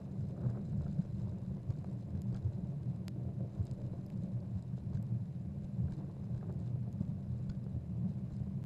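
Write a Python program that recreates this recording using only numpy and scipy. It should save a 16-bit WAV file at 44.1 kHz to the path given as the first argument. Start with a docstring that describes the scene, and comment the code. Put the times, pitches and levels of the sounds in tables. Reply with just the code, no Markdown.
"""A bicycle rolls along a snow-covered path, heard inside a closed housing mounted on its frame.
From the start the frame's low resonances rumble, tyres churn, scrunch and crackle as filtered random
grains, and filtered noise makes soft wind and a faint hiss with a thin whine. Soon crust crumbles,
crystals snap, hollow notes and squeezed snow swell up, lumps pop, and booms and ruts jolt the bicycle.
Then the mount knocks in decaying sines, and after two seconds icy flakes tick on the housing."""
import sys
import numpy as np
from scipy import signal
from scipy.fft import rfft, irfft
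from scipy.io import wavfile
from scipy.ndimage import uniform_filter1d

SR = 44100
rng = np.random.default_rng(int(sys.argv[2]) if len(sys.argv) > 2 else 0)


def wrap_up_sound(samples):
    """Save the sound to the file named by the first command line argument, as 16-bit audio."""
    columns = np.atleast_2d(samples).T
    # keep every value between -1 and 1, then stretch to whole-number steps
    tamed = np.clip(columns, -1, 1)
    steps = np.round(tamed * 32767).astype(np.int16)
    wavfile.write(sys.argv[1], SR, steps)


N = 381465
TIME = np.arange(N) / SR

# bumps in the packed snow: middle t/s, length/s, added shaking/dB re level snow,
# hardness/(dB per octave): soft swells below 0, fine ridges above
BUMPS = [(0.21, 0.08, 2, -8), (0.461, 0.069, 5.4, 2), (0.831, 0.23, 0.82, -3.5), (0.998, 0.023, 9.7, -1),
         (1.25, 0.2, 1.6, -8), (1.52, 0.029, 3.5, -5), (1.699, 0.025, 7.2, -7.5), (2.159, 0.03, 4.1, 4),
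         (2.333, 0.034, 4, -7), (2.47, 0.049, 6.4, -14.5), (2.62, 0.081, 0.97, -4.5),
         (2.885, 0.034, 3.6, 0.5), (3.23, 0.077, 1.6, -3), (3.421, 0.068, 3.5, 0), (3.603, 0.036, 4.8, -22),
         (3.84, 0.041, 2.4, -5), (4.56, 0.039, 1.3, -23), (4.96, 0.092, 2.9, -2), (5.139, 0.048, 0.99, 0),
         (5.409, 0.023, 3.6, -4), (5.83, 0.078, 5.4, -6), (6.33, 0.057, 3.6, -6.5), (6.56, 0.16, 4.3, -5.5),
         (7.012, 0.014, 10.7, -8), (7.08, 0.038, 2, -3), (7.761, 0.019, 8.2, -1), (8.05, 0.094, 4.7, -3),
         (8.42, 0.055, 3, -13)]
# smooth patches where the frame calms: middle t/s, length/s
GLIDES = [(0.084, 0.035), (0.359, 0.025), (1.056, 0.022), (1.462, 0.02), (1.637, 0.092), (1.85, 0.07),
          (2.032, 0.065), (2.22, 0.034), (2.403, 0.036), (2.795, 0.03), (3.043, 0.062), (3.528, 0.068),
          (3.756, 0.034), (4.07, 0.096), (4.658, 0.073), (5.33, 0.041), (5.538, 0.035), (5.957, 0.02),
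          (6.17, 0.039), (6.86, 0.026), (7.86, 0.054)]
GLIDE_DB = -5  # shaking on a smooth patch, relative to level snow

# resonances of frame, fork and mount: f/Hz, width/Hz, level/dB
FRAME_MODES = [(83.8, 20.2, -9.5), (95.4, 25.2, -6.5), (119.5, 12.1, 1), (141.3, 27.6, -1.5),
               (178.67, 18.5, -3), (194.2, 13.6, -1.5), (215.8, 38, -15.5)]
FRAME_DB, FRAME_WAVER_DB = -41, 1.13  # rumble on level snow; wander of its level
MODE_WAVER_DB, MODE_DRIFT = 2.0, 0.015  # each resonance's own wander: level; pitch as a share

# softer and firmer stretches of snow under the tyres: t/s, churn level/dB, scrunch level/dB
SNOW = [(0.1, -55.5, -70.5), (0.33, -56.5, -73), (0.39, -51.5, -70.5), (0.59, -54.5, -70), (0.63, -57, -71),
        (0.85, -56, -77), (1.05, -57, -71.5), (1.65, -59, -71), (1.78, -56, -70.5), (3.05, -58, -72.5),
        (3.35, -55, -72.5), (3.55, -57.5, -72.5), (3.85, -55.5, -71), (4.65, -59.5, -72),
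        (5.65, -59, -74.5), (5.97, -58, -68.5), (6.5, -58.5, -72.5), (7.85, -59.5, -73), (8.62, -59.5, -72)]
# crisp crust breaking under the tyres: t/s, level/dB
CRUST = [(0.1, -82), (0.25, -81.5), (1.25, -80.5), (1.6, -84), (1.74, -81), (2.65, -83.5), (3.35, -86),
         (3.68, -80), (4.2, -83), (4.75, -85), (5.1, -85.5), (5.8, -85), (5.93, -83.5), (6.2, -84.5),
         (6.65, -85.5), (7.1, -84.5), (7.38, -82.5), (7.9, -87.5), (8.35, -83), (8.62, -88)]
# tyre churn carried through the mount: f/Hz, level/(dB per Hz)
CHURN = [(150, -13), (250, 0), (305, 2), (390, -2), (470, -6.5), (575, -4), (640, -10), (690, -7),
         (760, -18), (1000, -29.5), (2500, -62.5)]
# scrunch of firmer snow: f/Hz, level/(dB per Hz)
SCRUNCH = [(300, -8), (750, 2.5), (900, 3), (1100, 0), (1330, -11), (1550, -22), (1800, -15.5), (2600, -21),
           (5000, -50)]
# housing resonances that grains set ringing: f/Hz, width/Hz, level/dB
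SHELL_MODES = [(1545, 250, 0.5), (2640, 3200, 2.5), (3740, 200, -3.5), (4070, 120, -2.5),
               (4300, 1200, -10.5), (5000, 400, -3.5), (6230, 310, -6.5), (7230, 580, -3),
               (8250, 560, -7.5), (11400, 2200, -13)]
CRUNCH_DB = 0.5  # coarse crunch, relative to the crust
CRYSTAL_TOP_HZ = 8900  # breaking crust has little above this
# dB gained for each dB of load
CHURN_PER_LOAD, SCRUNCH_PER_LOAD, CRUNCH_PER_LOAD, BUFFET_PER_LOAD = 0.41, 0.19, 0.17, 0.12
# pitches of the finest crackle: f/Hz, width/Hz, level/dB re crust
CRACKLE_MODES = [(1500, 380, -3), (3955, 800, -8.5), (5010, 680, -10.5), (7250, 1000, -11.5)]

# larger lumps of snow collapsing under a tyre: t/s, peak level/dB, brightness/(dB per octave)
LUMPS = [(0.417, -48, 0), (0.810, -45, 0), (0.869, -50, 0), (1.051, -44.5, -1), (1.273, -45.5, -1),
         (1.514, -49.5, 0), (1.845, -41.5, 4.5), (2.523, -48, -2), (3.252, -46, -4), (3.407, -43, -5),
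         (3.935, -44.5, -3), (4.779, -48.5, 0), (5.104, -49, -3), (6.045, -49, -1), (6.167, -48, -1),
         (6.429, -45, 0), (6.497, -44.5, 2), (6.685, -49, -3), (6.758, -45.5, 0), (7.665, -46, -1),
         (8.308, -50, 0), (8.403, -51, -1)]
# dull pop of a collapsing lump: f/Hz, level/dB
POP = [(150, -26.5), (330, 8), (600, 5.5), (900, -6), (1450, -14.5), (2000, -30.5), (5000, -47),
       (16000, -87)]

# gusts pressing on the housing: t/s, level/dB
WIND = [(0.35, -65), (0.85, -54), (1.4, -61), (2.0, -62), (2.4, -59.5), (2.95, -69), (3.45, -68),
        (3.8, -54), (4.1, -63), (4.9, -61), (5.5, -72), (5.9, -60.5), (6.6, -68), (7.4, -60.5), (7.8, -66),
        (8.35, -67), (8.62, -59)]
# low tone of the buffeting: f/Hz, level/dB
BUFFET = [(15, -4.0), (30, 5.5), (50, 5.0), (75, -3.5), (150, -16.5), (500, -70.0)]
# steady hiss of the microphone: f/Hz, level/(dB per Hz)
HISS = [(100, 2), (1500, 5.5), (2600, 3.5), (3200, -2), (4000, -3), (5000, -5.5), (5900, -6.5), (7300, -9),
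        (9500, -9.5), (12500, -9.5), (14000, -39.5), (16000, -30)]

# brittle crust crumbling in clusters of grains: middle t/s, length/s, level/dB
CRUMBLES = [(0.212, .04, -78), (0.307, .03, -76), (0.5, 0.055, -81), (0.657, 0.031, -74), (0.806, .06, -84),
            (0.924, .05, -74), (1.198, .07, -76), (1.776, .06, -83), (2.016, 0.027, -83), (2.54, .05, -79),
            (3.684, .06, -80), (4.235, 0.039, -74.5), (4.59, 0.038, -78), (4.78, .035, -74),
            (4.95, 0.045, -82), (5.643, 0.015, -74.5), (5.93, .02, -75), (5.985, .03, -77),
            (6.38, .03, -86), (6.67, 0.072, -77), (7.39, .03, -76), (8.1, .05, -75.5), (8.352, 0.058, -82)]
# ruts jolting the bicycle: t/s, thump level/dB, crushed snow level/dB
RUTS = [(0.479, -39, -75), (0.881, -45, -76), (1.704, -39, -71), (2.152, -45, -85), (2.344, -41, -78),
        (2.368, -55, -64), (4.581, -60, -74), (4.948, -38, -69), (5.65, -42, -76), (5.93, -41, -68),
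        (6.381, -41, -74), (7.02, -55, -68), (7.4982, -35, -83), (8.329, -43, -69)]
# snow crushed in a rut: half length; levels of its grit and crust
CRUSH_S, CRUSH_GRIT_DB, CRUSH_CRUST_DB = 0.016, -2.5, -9

# single larger crystals snapping: t/s, peak level/dB, f/Hz
SNAPS = [(0.2864, -64, 4940), (0.501, -60, 4960), (0.7223, -68, 4720), (0.7746, -67, 7470),
         (0.8205, -61, 5190), (0.9123, -63, 4690), (0.9294, -65, 5020), (1.2935, -63, 5030),
         (1.765, -66, 4740), (1.7868, -62, 4620), (1.9305, -65, 4980), (1.9904, -69, 5260),
         (2.0088, -64, 5030), (2.3271, -60, 4780), (2.362, -57.5, 4850), (2.9612, -63, 4800),
         (3.6272, -65, 7280), (4.1739, -64, 5160), (4.4034, -63, 4690), (4.6243, -58, 5030),
         (4.7706, -66, 4900), (5.9214, -57.5, 4540), (5.9374, -67, 4770), (5.9678, -64, 5000),
         (6.114, -64, 5100), (6.3769, -66, 5180), (6.5914, -66, 4760), (6.6009, -62, 7130),
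         (6.6763, -64, 5160), (7.3801, -67, 7080), (7.641, -63, 5090), (8.3354, -67, 5350),
         (8.3649, -61, 4920)]
# colour of such a snap: f/Hz, level/dB
SNAP = [(500, -22), (1500, -10), (2800, -11.5), (4000, 7.5), (5000, -1.5), (5900, -7), (7300, 1.5),
        (8500, 3), (10000, -13), (15000, -35)]
# passing hollow notes in the churn: middle t/s, length/s, f/Hz, level/dB
HOLLOWS = [(0.327, 0.072, 553, -60), (2.154, 0.068, 290, -56), (2.248, 0.051, 550, -73),
           (3.15, 0.34, 300, -56.5), (3.28, 0.091, 308, -60), (3.43, 0.072, 550, -56.5),
           (3.464, 0.046, 328, -59), (3.83, 0.14, 553, -59), (3.954, 0.045, 540, -58),
           (4.26, 0.1, 552, -58.5), (4.417, 0.098, 576, -61), (6.003, 0.22, 301, -56),
           (6.474, 0.16, 347, -60), (7.683, 0.49, 554, -68.5)]
# firm snow giving way in scrunching bursts: middle t/s, length/s, level/dB
SQUEEZES = [(0.366, 0.013, -62), (0.38, 0.01, -57), (0.407, .007, -57), (0.42, 0.012, -57),
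            (0.437, .012, -56), (0.459, 0.022, -57.5), (0.495, 0.022, -57), (0.511, 0.0092, -58.5),
            (0.555, 0.022, -56.5), (0.572, 0.0068, -56), (0.578, 0.011, -54), (0.732, 0.016, -60),
            (0.829, 0.02, -57), (0.866, .018, -56), (2.353, .022, -56.5), (5.885, 0.0091, -57.5),
            (6.01, 0.048, -73), (6.436, .025, -60), (6.502, 0.024, -57.5)]
# colour of such a burst: f/Hz, level/(dB per Hz)
SQUEEZE = [(200, -29.5), (420, 13.5), (600, 6), (850, 5), (1300, -1), (1650, -5), (2000, -18.5),
           (5000, -45)]
# bumps that set one frame resonance booming: middle t/s, length/s, f/Hz, level/dB
RINGS = [(0.482, 0.069, 120, -34), (0.856, 0.13, 79, -39), (0.932, 0.094, 195, -38),
         (2.15, 0.13, 86, -39.5), (2.317, 0.12, 121, -31.5), (2.88, 0.081, 122, -35),
         (3.266, 0.22, 124, -40), (3.712, 0.089, 116, -40), (3.928, .15, 106, -48.5),
         (4.355, 0.055, 120, -31.5), (4.762, .1, 120, -38.5), (5.154, .12, 119, -35),
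         (5.487, 0.065, 84, -39.5), (6.737, 0.14, 119, -37.5), (7.312, 0.093, 82, -40.5),
         (8.03, 0.14, 119, -39)]

# the mount knocking in its play: t/s, level/dB, brightness/(dB per octave)
KNOCKS = [(0.88, -65, 1), (1.705, -60, 0.5), (2.152, -63, -8), (2.174, -64, -1), (2.346, -58.5, 2.5),
          (2.371, -58.5, -2), (4.934, -66, 0), (4.950, -65, -1), (4.9545, -60, -6), (4.9726, -59.5, -4),
          (5.922, -61, -8), (6.348, -64, -3), (6.378, -65, -4), (6.411, -64, -7), (7.4961, -60, 3.5),
          (7.4996, -54, 1), (7.518, -64, -4)]
# resonances of the mount: f/Hz, decay/s, level/dB
MOUNT_MODES = [(830, 0.00067, 1), (1550, 0.0023, 0.5), (2420, 0.00023, 5.5), (3540, 0.0017, -8),
               (4420, 0.0011, -1.5), (5130, 0.00072, -4), (6430, 0.00097, -6), (8160, 0.00086, -15)]
# flakes striking the housing: t/s, peak level/dB, brightness/(dB per octave),
# struck spot f/Hz, its ring level/dB, top of the tick f/Hz
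FLAKES = [(2.219, -44, 8.5, 7200, 3, 13500), (3.0818, -29.5, 3, 4800, -11, 15000),
          (3.654, -53, 13, 9000, 10, 12500), (3.669, -48, 11, 4900, -4, 8500),
          (3.713, -44, 10, 4600, -14, 9300), (3.737, -58, 12, 8000, 2, 12000),
          (4.064, -54, 15, 5200, 10, 13000), (4.102, -50, 6, 2200, 9, 13500),
          (5.027, -51.5, 11, 7840, 2, 13500), (5.91, -61, 9, 7400, 3, 12000),
          (6.526, -56, 8, 7040, -1, 13500), (6.928, -52, 8, 6500, 7, 13000)]
# response of the housing to a tiny knock: f/Hz, level/dB
HOUSING = [(300, 2), (600, 16), (1000, 7.5), (2300, 7), (3500, 2), (5100, 3.5), (5800, -11), (6400, -4.5),
           (7500, -3.5), (9500, -16.5), (10600, -12), (13600, -12.5), (14600, -33), (16000, -60)]
TOP_HZ = 15800  # top of the whole sound


def undb(db):
    """Decibels to gain."""
    return 10 ** (np.asarray(db) / 20)


def unit(x):
    """Scale to rms 1."""
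    return x / np.sqrt(np.mean(x ** 2))


def curve(table, column):
    """One column of a control table, interpolated at every sample."""
    rows = np.array(table)
    return np.interp(TIME, rows[:, 0], rows[:, column])


def swell(middle, length):
    """A smooth rise and fall, 1 at its middle."""
    out = np.zeros(N)
    near = slice(*np.searchsorted(TIME, [middle - 2 * length, middle + 2 * length]))
    out[near] = np.exp(-(2 * (TIME[near] - middle) / length) ** 2)
    return out


def colour(x, points, tilt_db=0, size=2048):
    """Causal minimum-phase filter through (Hz, dB) points, tilted by so many dB an octave."""
    hz, db = np.transpose(points)
    octave = np.log2(np.maximum(np.arange(size // 2 + 1), 1) * SR / size)
    gain_db = np.interp(octave, np.log2(hz), db) + tilt_db * (octave - np.mean(octave))
    # folding the cepstrum onto positive time makes the filter causal
    cepstrum = irfft(np.log(undb(gain_db)))
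    cepstrum[1:size // 2] *= 2
    cepstrum[size // 2 + 1:] = 0
    impulse = irfft(np.exp(rfft(cepstrum)))
    return signal.fftconvolve(x, impulse)[:len(x)]


def resonate(x, hz, width):
    """A steep resonance: the same band-pass twice."""
    b, a = signal.iirpeak(hz, hz / width, fs=SR)
    return signal.lfilter(b, a, signal.lfilter(b, a, x))


def soften(x, top_hz):
    """A softer contact takes away the treble above this pitch."""
    return signal.sosfilt(signal.butter(8, min(top_hz, .45 * SR), fs=SR, output="sos"), x)


def steady(x, seconds):
    """Hold a vibration near rms 1 over spans of this length; quicker beating stays."""
    span = int(seconds * SR)
    power = uniform_filter1d(uniform_filter1d(x ** 2, span), span)
    return x / np.sqrt(power + 1e-18)


def walk(rate):
    """A smooth random wander: levels held 1 / rate s, slewed twice and scaled to rms 1."""
    span = int(SR / rate)
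    held = rng.standard_normal(4096)[np.arange(N) // span]
    return unit(uniform_filter1d(uniform_filter1d(held, span), span))


def grains(rate, spread_db):
    """Random tiny fractures, rate a second: many weak, a few strong; reversed by a negative spread."""
    hit = rng.random(N) < rate / SR
    strength = np.minimum(rng.exponential(size=N), 4.5)
    return hit * np.sign(rng.standard_normal(N)) * undb(spread_db * strength)


def add(out, start, sound):
    """Mix a short sound in at a given time."""
    i = max(int(start * SR), 0)
    out[i:i + len(sound)] += sound[:N - i]


def shell(force, scatter_db=13):
    """Every impact strikes a different spot, so it rings its own mix of the housing's resonances."""
    out = 0
    for hz, width, db in SHELL_MODES:
        sign = np.sign(rng.standard_normal(len(force)))
        share = undb(scatter_db * (2 * rng.random(len(force)) - 1)) * sign
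        ring = resonate(force * share, hz, width * np.pi / 2)
        out = out + undb(db) * ring / np.sqrt(width)
    return out


def load():
    """Bumps press and smooth patches relieve: shaking in dB re level snow, hardness in dB an octave."""
    power, tilt = np.ones(N), np.zeros(N)
    for middle, length, db, hard_db in BUMPS:
        push = undb(db) ** 2 * swell(middle, length)
        power, tilt = power + push, tilt + push * hard_db
    calm = sum(swell(middle, length) for middle, length in GLIDES)
    return 10 * np.log10(power) + GLIDE_DB * calm, tilt / power


def frame(load_db, tilt_db):
    """The uneven path keeps the frame ringing; harder bumps favour its higher resonances."""
    rumble = 0
    for hz, width, db in FRAME_MODES:
        mode = steady(resonate(rng.standard_normal(N), hz, width), seconds=.5) * np.sqrt(width)
        # a wandering clock bends the pitch
        clock = TIME + MODE_DRIFT * np.cumsum(walk(rate=4)) / SR
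        mode = np.interp(clock, TIME, mode, left=0, right=0)
        mode_db = db + tilt_db * np.log2(hz / 130) + MODE_WAVER_DB * walk(rate=7)
        rumble = rumble + mode * undb(mode_db)
    return steady(rumble, seconds=0.17) * undb(FRAME_DB + load_db + FRAME_WAVER_DB * walk(rate=10))


def tyres(load_db):
    """Snow packs in uneven slips: dull churn, gritty scrunch, fine crunch of crystals, harder on bumps."""
    slips = walk(rate=60)  # shared, so churn and scrunch flicker together
    churn_db = curve(SNOW, column=1) + CHURN_PER_LOAD * load_db + 1.41 * slips
    scrunch_db = curve(SNOW, column=2) + SCRUNCH_PER_LOAD * load_db + 1.6 * slips + 1.1 * walk(rate=25)
    crunch_db = curve(CRUST, column=1) + CRUNCH_PER_LOAD * load_db + 1.6 * walk(rate=32)
    churn = steady(colour(grains(rate=2500, spread_db=3.0), CHURN), seconds=0.26)
    scrunch = steady(colour(grains(rate=600, spread_db=2.0), SCRUNCH), seconds=0.069)
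    crystals = grains(rate=450, spread_db=2.5) * undb(4 * np.tanh(walk(rate=160)))
    crunch = steady(soften(shell(crystals), CRYSTAL_TOP_HZ), seconds=0.19)
    return churn * undb(churn_db) + scrunch * undb(scrunch_db) + crunch * undb(crunch_db + CRUNCH_DB)


def fine_crackle(load_db, rate=260, spread_db=5.0):
    """Single crystals snap under the tyres, each faintly ringing just one pitch of the housing."""
    pings = 0
    for hz, width, db in CRACKLE_MODES:
        ping = resonate(grains(rate, spread_db), hz, width)
        pings = pings + undb(db) * steady(ping, seconds=0.12)
    return pings * undb(curve(CRUST, column=1) + CRUNCH_PER_LOAD * load_db)


def lumps(crumble_db=-26, crumble_s=0.0035, small_db=-9, size=2048):
    """A lump breaks in a dull pop and crumbles for milliseconds; small ones pop at random throughout."""
    out, age = np.zeros(N), np.arange(size) / SR
    for start, db, bright_db in LUMPS:
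        pop = colour(signal.unit_impulse(size), POP, tilt_db=bright_db)
        crumbs = undb(crumble_db) * rng.standard_normal(size) * np.exp(-age / crumble_s)
        pop = pop + signal.fftconvolve(pop, crumbs)[:size]
        add(out, start, pop * undb(db) / np.abs(pop).max())
    small = unit(colour(grains(rate=18, spread_db=1.8), POP))
    return out + small * undb(curve(SNOW, column=2) + small_db)  # follows the scrunch level


def wind(load_db):
    """Head wind buffets the housing, low and soft, fluttering in gusts and swelling on bumps."""
    buffet = steady(colour(rng.standard_normal(N), BUFFET), seconds=0.054)
    return buffet * undb(curve(WIND, column=1) + BUFFET_PER_LOAD * load_db + 0.7 * walk(rate=7.1))


def hiss(whine_hz=10520):
    """The microphone's steady noise and a very thin electronic whine."""
    noise = unit(colour(rng.standard_normal(N), HISS))
    return undb(-77.5) * noise + undb(-96.5) * np.sin(2 * np.pi * whine_hz * TIME)


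def crushed_snow():
    """Brittle patches crumble and ruts crush snow: short ragged bursts of crystals and grit."""
    press_power = sum(undb(crush_db) ** 2 * swell(middle, 2 * CRUSH_S) for middle, _, crush_db in RUTS)
    press = np.sqrt(press_power)
    grit = steady(colour(grains(rate=1100, spread_db=-8.0), SCRUNCH), seconds=0.048)
    crust = steady(soften(shell(grains(rate=1100, spread_db=5.0)), CRYSTAL_TOP_HZ), seconds=0.011)
    brittle = sum(undb(db) * swell(middle, length) for middle, length, db in CRUMBLES)
    return press * (undb(CRUSH_GRIT_DB) * grit + undb(CRUSH_CRUST_DB) * crust) + brittle * crust


def snaps(crumble_s=0.002, ring_db=6, ring_width_hz=800, size=1024):
    """A larger crystal breaks in a few milliseconds of noise and rings one pitch of the housing."""
    out, age = np.zeros(N), np.arange(size) / SR
    for start, db, hz in SNAPS:
        snap = colour(rng.standard_normal(size) * np.exp(-age / crumble_s), SNAP)
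        snap = snap + undb(ring_db) * resonate(snap, hz, ring_width_hz)
        add(out, start, snap * undb(db) / np.abs(snap).max())
    return out


def hollows(width_hz=95):
    """Here and there a short hollow note swells: random slips through one narrow resonance."""
    slips = grains(rate=2000, spread_db=2.5)
    out = 0
    for middle, length, hz, db in HOLLOWS:
        note = steady(resonate(slips, hz, width_hz), seconds=0.072)
        out = out + undb(db) * swell(middle, length) * note
    return out


def squeezes():
    """Firm snow yields in bursts, each a quick run of coarse slips."""
    press = sum(undb(db) * swell(middle, length) for middle, length, db in SQUEEZES)
    return press * steady(colour(grains(rate=700, spread_db=-3.0), SQUEEZE), seconds=0.012)


def rings(drift=0.01973):
    """Some bumps catch one resonance, which booms almost as a tone, its pitch drifting slightly."""
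    clock = TIME + drift * np.cumsum(walk(rate=25)) / SR
    out = 0
    for middle, length, hz, db in RINGS:
        out = out + undb(db) * swell(middle, length) * np.sin(2 * np.pi * hz * clock)
    return out


def ruts(thump_hz=56, thump_s=0.0075, size=8192):
    """A rut bounces the bicycle on its tyres: a low sine under a short bell-shaped envelope."""
    out, lead = np.zeros(N), size / 2 / SR
    age = np.arange(size) / SR - lead
    thump = np.exp(-(age / thump_s) ** 2) * np.sin(2 * np.pi * thump_hz * age)
    for start, thump_db, _ in RUTS:
        add(out, start - lead, undb(thump_db) * thump)
    return out


def knocks(scatter_db=1.0, detune=0.043, chatter_db=-25, chatter_s=.003, size=1024):
    """Jolts knock the mount; each knock chatters briefly and rings its resonances a little differently."""
    out, age = np.zeros(N), np.arange(size) / SR
    hz, decay, mode_db = np.transpose(MOUNT_MODES)
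    for start, db, bright_db in KNOCKS:
        share, shift = rng.standard_normal((2, len(hz)))
        gain = undb(db + mode_db + bright_db * np.log2(hz / 2000) + scatter_db * share)
        phase = 2 * np.pi * age[:, None] * hz * (1 + detune * shift)
        modes = np.exp(-age[:, None] / decay) * np.sin(phase)
        chatter = undb(chatter_db) * rng.standard_normal(size) * np.exp(-age / chatter_s)
        contact = signal.unit_impulse(size) + chatter
        add(out, start, soften(signal.fftconvolve(contact, modes @ gain), top_hz=8040))
    return out


def flakes(ring_width_hz=1400, size=1024):
    """An icy flake briefly rings the housing, each with its own pitch, brightness and top."""
    out = np.zeros(N)
    for start, db, bright_db, ring_hz, ring_db, top_hz in FLAKES:
        tick = colour(signal.unit_impulse(size), HOUSING, tilt_db=bright_db)
        tick = soften(tick + undb(ring_db) * resonate(tick, ring_hz, ring_width_hz), top_hz)
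        add(out, start, tick * undb(db) / np.abs(tick).max())
    return out


def scene():
    """Everything reaches the one microphone through the housing, with no echo."""
    load_db, tilt_db = load()
    rolling = frame(load_db, tilt_db) + tyres(load_db) + fine_crackle(load_db) + lumps()
    air = wind(load_db) + hiss()
    snow = crushed_snow() + snaps() + hollows() + squeezes()
    jolts = rings() + ruts() + knocks()
    return (rolling + air + snow + jolts + flakes())[None]


def record(dry):
    """A steep low-pass cuts the top treble."""
    return signal.sosfilt(signal.ellip(8, .2, 70, TOP_HZ, fs=SR, output="sos"), dry)


dry = scene()
out = record(dry)
wrap_up_sound(out)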